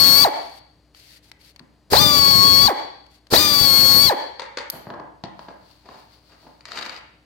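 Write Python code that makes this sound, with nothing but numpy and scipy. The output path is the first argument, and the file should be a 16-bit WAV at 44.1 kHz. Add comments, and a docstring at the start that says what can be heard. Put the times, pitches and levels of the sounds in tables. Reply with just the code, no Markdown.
"""A vane-motor air grinder works on a saw chain clamped in a workshop vise; its first pull is already running.
It coasts to a stop, the chain slides and clicks along its bar, a tool knocks, and a second pull whoops up and whines.
The chain moves again before a third pull; then the tool is laid down, steel chinks, and things knock, drag and clatter.
The grinder sums harmonics of its turning rotor with shaped air noise that blows mostly across the left microphone port.
Bench and chain sounds are noise bursts and resonances; a diffuse room surrounds them over low room tone and hum."""
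import sys
import numpy as np
from scipy import signal
from scipy.fft import rfft, irfft, next_fast_len
from scipy.io import wavfile
from scipy.ndimage import uniform_filter1d

SR = 44100
rng = np.random.default_rng(int(sys.argv[2]) if len(sys.argv) > 2 else 0)


def store_pcm(level_fs):
    """Save levels as 16-bit WAV."""
    pcm = np.round(np.clip(level_fs, -1, 1) * 32767).astype(np.int16)
    wavfile.write(sys.argv[1], SR, np.atleast_2d(pcm).T)


N = 319725
TIME = np.arange(N) / SR
CUTOFF_HZ = 16000


def from_db(db):
    """Decibels to gain."""
    return 10 ** (np.asarray(db) / 20)


def rms_one(x):
    """Scale to unit power."""
    return x / np.sqrt(np.mean(x ** 2) + 1e-20)


def at_hz(points, hz):
    """Read each column of a spectrum on a log-frequency axis."""
    known, *columns = np.transpose(points)
    log_hz = np.log(np.maximum(hz, 1))
    return np.array([np.interp(log_hz, np.log(known), column) for column in columns])


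def drift(rate, size):
    """Random wandering with a spread near 1, through `rate` random points per second."""
    knots = rng.standard_normal(4096)
    return np.interp(np.arange(size) * rate / SR, np.arange(len(knots)), knots)


def coloured(x, spectrum):
    """Give stereo noise a spectrum; rms 1."""
    size = next_fast_len(N)
    bins_hz = np.arange(size // 2 + 1) * SR / size
    shaped = rfft(x, size) * from_db(at_hz(spectrum, bins_hz))
    return rms_one(irfft(shaped, size)[:, :N])


def noise(spectrum, grain_db=0):
    """Stereo noise, gritty when its grains differ in size."""
    grains = from_db(grain_db * np.minimum(rng.exponential(1, N), 6))
    return coloured(rng.standard_normal((2, N)) * grains, spectrum)


def band(x, low_hz, high_hz):
    """Causal band-pass."""
    sos = signal.butter(2, [low_hz, min(high_hz, SR / 2 - 100)], "band", fs=SR, output="sos")
    return signal.sosfilt(sos, x + 1e-18)


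def resonate(x, hz, width_hz):
    """One two-pole resonance, with unit gain near its peak."""
    r = np.exp(-np.pi * width_hz / SR)
    peak = np.array([1, 0, -1]) * (1 - r * r) / 2
    return signal.lfilter(peak, [1, -2 * r * np.cos(2 * np.pi * hz / SR), r * r], x)


def resonances(modes, force, apart_hz=1800):
    """Noise of a given force shakes a body's modes; the two ports hear the low ones alike, the high ones apart."""
    shake, out = rng.standard_normal((3, len(force))) * force + 1e-18, 0
    for hz, db, width_hz in modes:
        apart = hz / apart_hz
        drive = (shake[0] + apart * shake[1:]) / np.hypot(1, apart)
        out = out + from_db(db) * resonate(drive, hz, width_hz)
    return band(out, modes[0][0] / 3, modes[-1][0] * .87)


def blow(rattle_t60, crack_db=7, crack_t60=0.014, crunch_db=4):
    """Force of one contact: a dry crack that trails into a crunchy rattle (t60 in s)."""
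    t = TIME[:SR // 4]
    crack = from_db(crack_db - 60 * t / crack_t60)
    return crack + from_db(crunch_db * drift(300, len(t)) - 60 * t / rattle_t60)


def at_level(x, db):
    """Set the level of a hit by its first 20 ms."""
    return from_db(db) * x / np.std(x[:, :SR // 50])


def add(out, s, sound):
    """Mix a short sound in at a given time."""
    start = int(s * SR)
    out[:, start:start + sound.shape[-1]] += sound[..., :N - start]


# Air of the still workshop. Each row: frequency in Hz, relative density in dB per Hz.
SHOP_AIR = [(25, -22), (55, 1), (120, 4.5), (300, -5), (600, -6), (1200, -15), (3000, -21.5), (8000, -29),
            (15000, -38)]
# Steady hum lines. Each row: frequency in Hz, level in dB before the final left/right trim.
HUM_LINES = [(59.2, -64), (301.5, -68.5)]


def background(shop_db=-61, apart=0.26):
    """Low room tone, much alike at both ports, with a faint hum of steady sines."""
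    shared = rng.standard_normal(N)
    air = coloured(shared + apart * rng.standard_normal((2, N)), SHOP_AIR)
    hum = sum(np.sqrt(2) * from_db(db) * np.sin(2 * np.pi * hz * TIME) for hz, db in HUM_LINES)
    return from_db(shop_db) * air + hum


# How long the room rings. Each row: frequency in Hz, decay time to -60 dB in s.
ROOM_DECAY = [(100, 1), (400, 0.55), (900, 0.55), (2200, 0.65), (4500, 0.71), (8000, 0.36), (14000, .33)]
# How strongly the room answers. Each row: frequency in Hz, relative level in dB for the band around it.
ROOM_STRENGTH = [(100, -10), (450, -7), (850, -1.5), (1250, -6), (1900, -2.5), (2600, -7.5), (3400, -5),
                 (4500, -17), (8000, -11), (14000, -17)]


def workshop(x, gap_s=0.002, build_s=0.018):
    """Diffuse echo of a hard-walled room: noise bands that build up, then die each at its own pace."""
    t, tail = TIME[:SR], 0
    edges = np.geomspace(70, 17000, 15)
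    swell = np.clip((t - gap_s) / build_s, 0, 1)
    for low, high in zip(edges, edges[1:]):
        hz = np.sqrt(low * high)
        decay = swell * from_db(-60 * t / at_hz(ROOM_DECAY, hz))
        ring = band(rng.standard_normal((2, SR)), low, high) * decay / np.linalg.norm(decay)
        tail = tail + ring * from_db(at_hz(ROOM_STRENGTH, hz))
    mono = x.sum(axis=0, keepdims=True) / np.sqrt(2)
    return signal.fftconvolve(mono, tail, axes=1)[:, :N]


def wall_echo(x, delay_s=.0155, echo_db=-14):
    """A near wall throws the midrange back, doubling and blurring the glides."""
    back = band(x.mean(axis=0), 550, 2400)
    return from_db(echo_db) * np.interp(TIME - delay_s, TIME, back, left=0)


RUSTLE_FROM_S, RUSTLE_TO_S, RUSTLE_DB = 5.3, 6.7, -63.5   # gloves and sleeve move while the bench is tidied
# Cloth colour. Each row: frequency in Hz, relative density in dB per Hz.
CLOTH = [(300, 0), (900, 5.5), (2000, -0.5), (4500, 1.5), (7000, -9.5), (12500, -10.5), (16000, -10)]


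def rustle(flutter_db=3.5):
    """Faint gritty cloth noise whose level wanders while the arm moves."""
    moving = np.clip(10 * np.minimum(TIME - RUSTLE_FROM_S, RUSTLE_TO_S - TIME), 0, 1)
    return moving * from_db(RUSTLE_DB + flutter_db * drift(14, N)) * noise(CLOTH, grain_db=3.0)


# Strongest resonances of the bench. Each row: frequency in Hz, relative level in dB, width in Hz.
BENCH_MODES = [(330, -3, 330), (650, -1, 130), (910, -1, 200), (1400, -13, 250), (1620, -10, 120)]
# Resonances of a dragged steel piece. Each row: frequency in Hz, relative level in dB, width in Hz.
STEEL_MODES = [(560, -8, 400), (950, -5, 260), (1280, 0, 380), (1750, -3.5, 600), (2300, -7, 500),
               (2750, -8, 250), (3750, -3, 280), (4550, -8, 650), (6400, -14, 1200)]
# Things dragged over the bench. Each row: start in seconds, length in seconds,
# dull rub in dB, bright scrape in dB (levels at full pressure, before the mix).
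DRAG_MOVES = [(4.717, .11, -42, -66), (4.86, .22, -40, -74), (5.469, 0.087, -49, -62),
              (5.83, 0.19, -47.5, -54), (6.29, 0.08, -56, -55), (6.42, .12, -54, -70),
              (6.645, .38, -47, -39.5)]
DRAG_PEAK = 0.38   # share of a drag at which it presses hardest
GRAINS_PER_S, GRAIN_S = 220, .003   # small catches, and the time constant at which each dies


def drags(size_db=3.0, smooth=1.0, glint_db=-24):
    """Gritty sliding: small catches shake bench top and steel under a pressure that swells and eases off."""
    sizes = from_db(size_db * np.minimum(rng.exponential(1, N), 3))
    catches = (rng.random(N) < GRAINS_PER_S / SR) * sizes
    grit = smooth + signal.lfilter([1], [1, -np.exp(-1 / (GRAIN_S * SR))], catches + 1e-18)
    rub = rms_one(band(resonances(BENCH_MODES, grit), 70, 1100))
    scrape = rms_one(resonances(STEEL_MODES, grit))
    glint = rms_one(band(rng.standard_normal((2, N)) * grit, 11500, 14000))
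    scrape = scrape + from_db(glint_db) * glint
    out = np.zeros((2, N))
    for s, length, rub_db, scrape_db in DRAG_MOVES:
        angle = np.interp(TIME, [s, s + DRAG_PEAK * length, s + length], [0, np.pi / 2, np.pi])
        out += np.sin(angle) * (from_db(rub_db) * rub + from_db(scrape_db) * scrape)
    return out


# Hard contacts of the dragged steel. Each row: start in seconds, level in dB before the mix.
CLATTER_HITS = [(6.608, -56), (6.6545, -42.5), (6.7185, -38), (6.7738, -35.5), (6.788, -39), (6.8268, -40),
                (6.8948, -40), (6.9637, -49)]


def clatter(rattle_t60=.05, hard_hz=1300):
    """Hard little contacts bring out the upper resonances of the dragged steel."""
    out = np.zeros((2, N))
    for s, db in CLATTER_HITS:
        force = blow(rattle_t60, crack_db=9, crack_t60=.009)
        add(out, s, at_level(band(resonances(STEEL_MODES, force), hard_hz, CUTOFF_HZ), db))
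    return out


# Tools knocked on the bench. Each row: start in seconds, thud in dB, ringing body in dB, click in dB
# (levels before the mix), rattle decay to -60 dB in seconds.
BENCH_KNOCKS = [(1.603, -48, -58, -76, .15), (4.7328, -40, -40, -62, .13), (4.869, -40, -40, -76, .08),
                (4.9024, -42, -37, -53, .06), (4.938, -44, -42, -60, .06), (4.9982, -46, -38, -61, .06),
                (5.2377, -35, -35.5, -43, .18), (5.3922, -52, -41.5, -53, .06), (5.484, -49, -41, -57, .16),
                (5.8886, -54, -43, -58, .15), (6.4682, -54, -51, -72, .08)]


def knocks(thud_t60=0.09):
    """Each knock on the bench is a thud of its top, its woody resonances and a dry click."""
    out, t = np.zeros((2, N)), TIME[:SR // 4]
    for s, thud_db, body_db, click_db, rattle_t60 in BENCH_KNOCKS:
        force = blow(rattle_t60)
        thud = band(rng.standard_normal((1, len(t))) * from_db(-60 * t / thud_t60), 125, 300)
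        click = band(band(rng.standard_normal((2, len(t))) * force, 1300, 4900), 800, 6200)
        body = at_level(resonances(BENCH_MODES, force), body_db)
        add(out, s, at_level(thud, thud_db) + body + at_level(click, click_db))
    return out


CHINK_S = 4.7006   # when a small steel part is touched


def chink(tick_db=-13, ping_db=0, ping_hz=12150, t60=0.009, bounce_s=.0042, bounce_db=-7):
    """Steel touches steel and bounces once: a sharp tick and a very brief high ping, both of noise."""
    out, t = np.zeros((2, N)), TIME[:SR // 20]
    for s, db in ((CHINK_S, 0), (CHINK_S + bounce_s, bounce_db)):
        tick, ping = rng.standard_normal((2, 2, len(t))) * from_db(db - 60 * t / t60)
        tick = from_db(tick_db) * band(tick, 2500, 15000)
        add(out, s, tick + from_db(ping_db) * band(ping, ping_hz - 600, ping_hz + 600))
    return out


# The grinder meets the bench. 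Each row: start in seconds, level in dB before the mix.
TOUCHDOWNS = [(4.3954, -32.5), (4.4185, -37), (4.572, -28.5)]
# Resonances of its casing on the bench. Each row: frequency in Hz, relative level in dB, width in Hz.
CASING_MODES = [(520, -1, 100), (960, 0, 170), (1300, -7, 380), (2000, -10, 500), (3550, -12, 400),
                (4300, -16, 800), (5900, -22, 600)]


def tool_down(rattle_t60=.2):
    """The grinder lands on the bench with a hollow clack, settles and lands again."""
    out = np.zeros((2, N))
    for s, db in TOUCHDOWNS:
        add(out, s, at_level(resonances(CASING_MODES, blow(rattle_t60)), db))
    return out


# Chain drawn along its bar. Each row: start in seconds, length in seconds, level in dB before wander and mix.
GLIDES = [(0.34, .25, -55.5), (0.948, .24, -55), (1.231, .07, -59), (1.397, 0.12, -55.5),
          (3.106, 0.078, -61)]
GLIDE_RAMP_S = .02
# Colour of links gliding on the bar. 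Each row: frequency in Hz, relative density in dB per Hz.
GLIDE_COLOUR = [(900, -13), (2000, 2), (4400, 0.5), (7000, -5), (12500, -5.5), (16000, -12.5)]
# Links click against the bar. Each row: start in seconds, first level in dB before the mix.
CLICKS = [(0.9478, -43), (1.3157, -34.5), (1.5616, -39.5), (1.5942, -39), (3.065, -48), (3.269, -45.5)]
# Colour of a clicking link. Each row: frequency in Hz, relative density in dB per Hz.
CLICK_COLOUR = [(300, -12), (1000, 0), (2000, 2), (4500, -2.5), (7000, -12), (15000, -22)]


def chain(catch_db=2.0, click_t60=.018):
    """The chain glides evenly along its bar as gritty noise, and now and then a link clicks home."""
    glide = sum(
        from_db(db) * np.clip(np.minimum(TIME - s, s + length - TIME) / GLIDE_RAMP_S + .5, 0, 1)
        for s, length, db in GLIDES)
    clicks = sum(
        from_db(db - 60 * np.clip((TIME - s) / click_t60, 0, 2)) * (TIME >= s)
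        for s, db in CLICKS)
    gliding = glide * from_db(catch_db * drift(70, N)) * noise(GLIDE_COLOUR, grain_db=2.5)
    return gliding + clicks * noise(CLICK_COLOUR)


def valve(pop_db=-6, pop_hz=420, pop_t60=0.02):
    """One short pop of air, a dying sine, as the trigger opens."""
    out, t = np.zeros((2, N)), TIME[:SR // 20]
    for opens, *_ in TRIGGER_PULLS:
        if opens > 0:
            add(out, opens, from_db(pop_db - 60 * t / pop_t60) * np.sin(2 * np.pi * pop_hz * t))
    return out


VANES, FREE_SPEED = 4, 320   # vanes; unloaded turns per s
LEAK_S, LEAK_RISE_DB_PER_S = .023, 1100   # air seeps through before the valve pops
CATCH_S, CATCH_SHARE = .0095, .19   # the vanes catch this long after the pop, this far into the spin-up
LABOUR_DB = -6.5   # relative level of the vane beat of a rotor near standstill
SWELL_DB_PER_S = 4.0   # the whine grows through a pull
SURGE_DB, SURGE_PEAK_S, SURGE_S = 5.5, .04, .055   # rush of pressure stored in the hose: strength, peak, width
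WHINE_SURGE_DB = 4   # what the whine gains from that rush
CLOSING_DB, SHUT_SPEED = 5, 250   # loss of level, and turns per s left, as the valve shuts
SHUT_WHINE_DB, SHUT_AIR_DB = -28, -1   # further drop once it is shut
COAST_S, COAST_FADE_DB_PER_S = .039, 420   # slowing time constant and fade of the coasting rotor
COAST_BEAT_DB = -10.3   # relative level of its beat as the coast begins
STOP_S = .062   # from shut valve to silence


def pull(row, pitch):
    """The rotor spins up, runs under load, slows as the valve closes and coasts; gives samples and motor controls."""
    opens, spin_up_s, let_go, shut, whine_db, beat_db, air_db = row[:7]
    span = np.flatnonzero((TIME > opens - LEAK_S) & (TIME < shut + STOP_S))
    t = TIME[span]
    running = t - opens - CATCH_S
    spin = np.sin(np.pi / 2 * np.clip(CATCH_SHARE + running / spin_up_s, .02, 1))
    closing = np.clip((t - let_go) / (shut - let_go), 0, 1)
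    coasting = np.maximum(t - shut, 0)
    # the whine is harmonic VANES ** 2 of the turning
    speed = spin * np.interp(t, *np.transpose(pitch)) / VANES ** 2
    speed = (speed + closing * (SHUT_SPEED - speed)) * np.exp(-coasting / COAST_S)
    idle_db = -60 * np.clip(-running / .003, 0, 1)
    is_shut = np.clip(coasting / .003, 0, 1)
    last_fade = np.clip((STOP_S - coasting) / .02, .001, 1)
    fade_db = COAST_FADE_DB_PER_S * coasting - 20 * np.log10(last_fade)
    surge = np.exp(-((running - SURGE_PEAK_S) / SURGE_S) ** 2)
    pressure_db = -CLOSING_DB * closing - fade_db
    whine = whine_db + pressure_db + idle_db + WHINE_SURGE_DB * surge
    whine = whine + SWELL_DB_PER_S * running + SHUT_WHINE_DB * is_shut
    driven_beat = beat_db + (LABOUR_DB - beat_db) * (1 - spin ** 2)
    beat = (1 - is_shut) * driven_beat + is_shut * COAST_BEAT_DB + idle_db - fade_db
    seeping_db = LEAK_RISE_DB_PER_S * np.minimum(running, 0)
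    air = air_db + SURGE_DB * surge + pressure_db + seeping_db + SHUT_AIR_DB * is_shut
    return span, speed, whine, beat, air


# Exhaust colour for the overtones of the vane beat.
# Each row: frequency in Hz, left in dB, right in dB, against the whine level.
EXHAUST_COLOUR = [(1000, -16, -28.5), (2200, -28, -29), (2420, -18, -29), (3290, -22, -26),
                  (3620, -10, -25), (4400, -14, -27), (5500, -20, -29), (6050, -18, -29), (6650, -30, -29),
                  (7250, -24, -27), (7750, -31, -31), (9000, -16, -34), (10900, -42, -45),
                  (13200, -7.5, -24), (14500, -26, -28.5)]
# The whine itself, fourth harmonic of the vane beat.
# Each row: frequency in Hz, left in dB, right in dB, against the whine level.
WHINE_COLOUR = [(3000, -22, -28), (3800, 1, -22), (4400, -7.8, -29), (4850, -11.5, -27)]
# Once-a-turn lines from unequal vanes.
# Each row: frequency in Hz, left in dB, right in dB, against the air level at free speed.
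WOBBLE_COLOUR = [(273, -8, -11), (550, -7.5, -9), (830, -9.5, -19), (1400, -11, -19), (2900, -18, -28),
                 (4000, -8, -24.5), (5000, -9, -24), (5560, -20, -21), (10500, -21, -27), (13400, -8, -15),
                 (15000, -22, -20)]
# Muffler colour for the overtones of slow puffs. Each row: frequency in Hz, level in dB against the vane beat.
RASP_COLOUR = [(450, -7), (900, 4), (1400, -12), (1900, -10.5), (2700, -27), (4400, -28), (9000, -43)]
# The puffs reach the left port first. Each row: frequency in Hz, lag of the right port in radians.
RIGHT_PORT_LAG = [(300, .4), (800, 1.1), (1100, 2.1), (1800, .7), (3400, .9), (4500, 1.4)]
RACING_TOP_DB = -6   # the top overtones weaken when the rotor races unloaded


def motor(speed, whine_db, beat_db, air_db, top_db, between_db=-12, jitter=.0016, chatter=.045,
          waver_db=3.0, beat_waver_db=2.0, count=56):
    """Every vane puffs: a strong beat with overtones, and weaker lines at each multiple of the rotor speed."""
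    size, whine_order = len(speed), VANES ** 2
    slowness = np.clip(4 * (.9 - speed / FREE_SPEED), 0, 1)
    # at low speed the vanes chatter in their slots and the turning is uneven
    unevenness = 1 + jitter * drift(250, size) + chatter * slowness * drift(500, size)
    turn = 2 * np.pi * np.cumsum(speed * unevenness) / SR
    top_db = top_db + RACING_TOP_DB * np.clip((speed - 285) / 12, 0, 1)
    out = np.zeros((2, size))
    for order in range(1, count):
        hz = order * speed
        waver = from_db(waver_db * drift(25, size))
        is_top = order >= 2 * whine_order
        # slow puffs stand apart and rasp; fast ones whine
        rasp = slowness * from_db(beat_db + at_hz(RASP_COLOUR, hz))
        if order == VANES:
            gain = from_db(beat_db + beat_waver_db * drift(25, size))
        elif order == whine_order:
            gain = from_db(whine_db + at_hz(WHINE_COLOUR, hz)) + rasp
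        elif order % VANES == 0:
            # at the top, the overtones of the whine get their own trim, their neighbours another
            trim_db = is_top * (between_db if order % whine_order else top_db)
            gain = (from_db(whine_db + at_hz(EXHAUST_COLOUR, hz) + trim_db) + rasp) * waver
        else:
            line = from_db(air_db + at_hz(WOBBLE_COLOUR, hz) + is_top * top_db)
            gain = line * waver * speed / FREE_SPEED
        # each once-a-turn line starts at a random phase, so they do not pile up into pulses
        offset = rng.uniform(0, 2 * np.pi) * (order % VANES > 0)
        lag = at_hz(RIGHT_PORT_LAG, hz) * np.array([[0], [1]])
        out += np.sqrt(2) * gain * (hz < CUTOFF_HZ) * np.sin(order * turn + offset - lag)
    return out


# Trigger pulls. Each row: valve opens in seconds, spin-up in seconds, trigger let go in seconds,
# valve shut in seconds, then relative levels in dB: whine, vane beat, air, top overtones,
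# draught against air, steady grinding noise of the stone on the tooth against air.
TRIGGER_PULLS = [(-0.55, .09, .232, .2465, -11.5, -25.5, -25, -1, -3, -6),
                 (1.9246, .099, 2.664, 2.680, -12.5, -20, -27, -9, 2.3, -30),
                 (3.3262, .077, 4.061, 4.095, -13, -26.5, -27, 0, -1.3, -5.5)]
# Whine pitch, one list per pull, before spin-up and closing bend it; it sags as the stone bites into the tooth.
# Each row: time in seconds, frequency in Hz.
PITCH_CURVES = [
    [(0.0, 4379), (0.008, 4433), (0.13, 4380), (0.23, 4597)],
    [(2.02, 4810), (2.048, 4788), (2.246, 4442), (2.284, 4475), (2.354, 4390), (2.466, 4429), (2.572, 4383),
     (2.665, 4596)],
    [(3.41, 4845), (3.432, 4853), (3.564, 4590), (3.646, 4497), (3.68, 4369), (3.978, 4389), (4.046, 4565),
     (4.06, 4536)],
]
# Exhaust hiss. Each row: frequency in Hz, left and right relative density in dB per Hz.
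HISS_COLOUR = [(100, -5.5, -16), (900, -4, -10), (1600, 2, -7), (2960, 2.5, -9), (4070, 0, -10),
               (5370, 2.5, -4), (7800, 0, 0), (8900, 3.5, 1), (10700, -6, -3), (13000, 10, 8.5),
               (16700, -2, -1)]
# Exhaust draught on the ports. Each row: frequency in Hz, left and right relative density in dB per Hz.
DRAUGHT_COLOUR = [(25, -44, -49), (63, 3, -25), (134, 4, -26), (390, -4.5, -19.5), (935, -12, -20),
                  (2500, -44.5, -48.5)]
# Rough noise, for air blowing past vanes that have not yet sealed and for the stone grinding the tooth.
# Each row: frequency in Hz, relative density in dB per Hz.
ROUGH_COLOUR = [(80, -8), (200, 0), (450, 3), (850, 1.5), (1500, -4), (2200, -6), (3000, -12), (4400, -1),
                (6500, -9), (9000, -11), (15000, -16)]


def grinder(hiss_db=4.5, blow_by_db=9.5, lump_db=2.5, flutter_db=1.7):
    """Motor, exhaust air and grinding stone as heard in the room, and the draught that only the ports feel."""
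    sound, wind = np.zeros((2, 2, N))
    hiss, draught, rough = noise(HISS_COLOUR), noise(DRAUGHT_COLOUR), noise(ROUGH_COLOUR)
    for row, pitch in zip(TRIGGER_PULLS, PITCH_CURVES):
        span, speed, whine_db, beat_db, air_db = pull(row, pitch)
        *_, top_db, draught_db, grinding_db = row
        # until the vanes are flung out against the casing, air leaks past them
        leak = np.clip(1.4 * (.95 - np.maximum.accumulate(speed) / FREE_SPEED), 0, 1)
        blow_by = from_db(blow_by_db) * leak * rough[:, span]
        grinding = from_db(grinding_db) * rough[:, span]
        exhaust = from_db(hiss_db + flutter_db * drift(80, len(span))) * hiss[:, span]
        noises = from_db(air_db) * (exhaust + blow_by + grinding)
        sound[:, span] += motor(speed, whine_db, beat_db, air_db, top_db) + noises
        lumps_db = lump_db * drift(110, len(span))
        wind[:, span] += from_db(air_db + draught_db + lumps_db) * draught[:, span]
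    return sound, wind


def scene(close_db=7.5, grinder_room_db=-8.0, bench_room_db=1.5, chain_room_db=-5, chink_room_db=1, left_db=1.0):
    """The grinder is close and loud; the bench sounds lie deeper in the room, a little to the left."""
    tool, wind = grinder()
    tool, wind = from_db(close_db) * (tool + valve()), from_db(close_db) * wind
    bench = knocks() + tool_down() + clatter() + drags()
    links, ping = chain() + rustle(), chink()
    room_feed = from_db(grinder_room_db) * tool + from_db(bench_room_db) * bench
    room_feed = room_feed + from_db(chain_room_db) * links + from_db(chink_room_db) * ping
    room = workshop(room_feed)
    to_left = from_db([[left_db], [-left_db]])
    return tool + wall_echo(tool) + wind + room + to_left * (bench + links + ping + background())


def left_port(x, port_hz=4500, width_hz=600, boost=2.77):
    """The cavity behind the left port resonates."""
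    return np.array([x[0] + boost * resonate(x[0], port_hz, width_hz), x[1]])


def gain_control(x, threshold_db=-21, most_db=9.0, release_db_per_s=130, attack_s=.0015):
    """Loud sound turns the gain down, by up to most_db below the limiter; it then recovers at a steady rate."""
    power = uniform_filter1d(np.max(x ** 2, axis=0), 256)
    level_db = 10 * np.log10(np.maximum(power, 1e-12))
    cut_db = np.clip(level_db - threshold_db, 0, most_db)
    cut_db = np.maximum(cut_db, level_db + 7.0)   # a limiter catches the loudest swells
    release_db = release_db_per_s * TIME
    held_db = np.maximum.accumulate(cut_db + release_db) - release_db
    r = np.exp(-1 / (attack_s * SR))
    smooth_db, _ = signal.lfilter([1 - r], [1, -r], held_db, zi=[r * held_db[0]])
    return x * from_db(-smooth_db)


def record(dry):
    """Port colour, gain control, clipping of peaks and the top cut."""
    x = np.clip(gain_control(left_port(dry)), -.93, .93)
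    return signal.sosfilt(signal.ellip(12, .1, 80, CUTOFF_HZ, fs=SR, output="sos"), x)


dry = scene()
out = record(dry)
store_pcm(out)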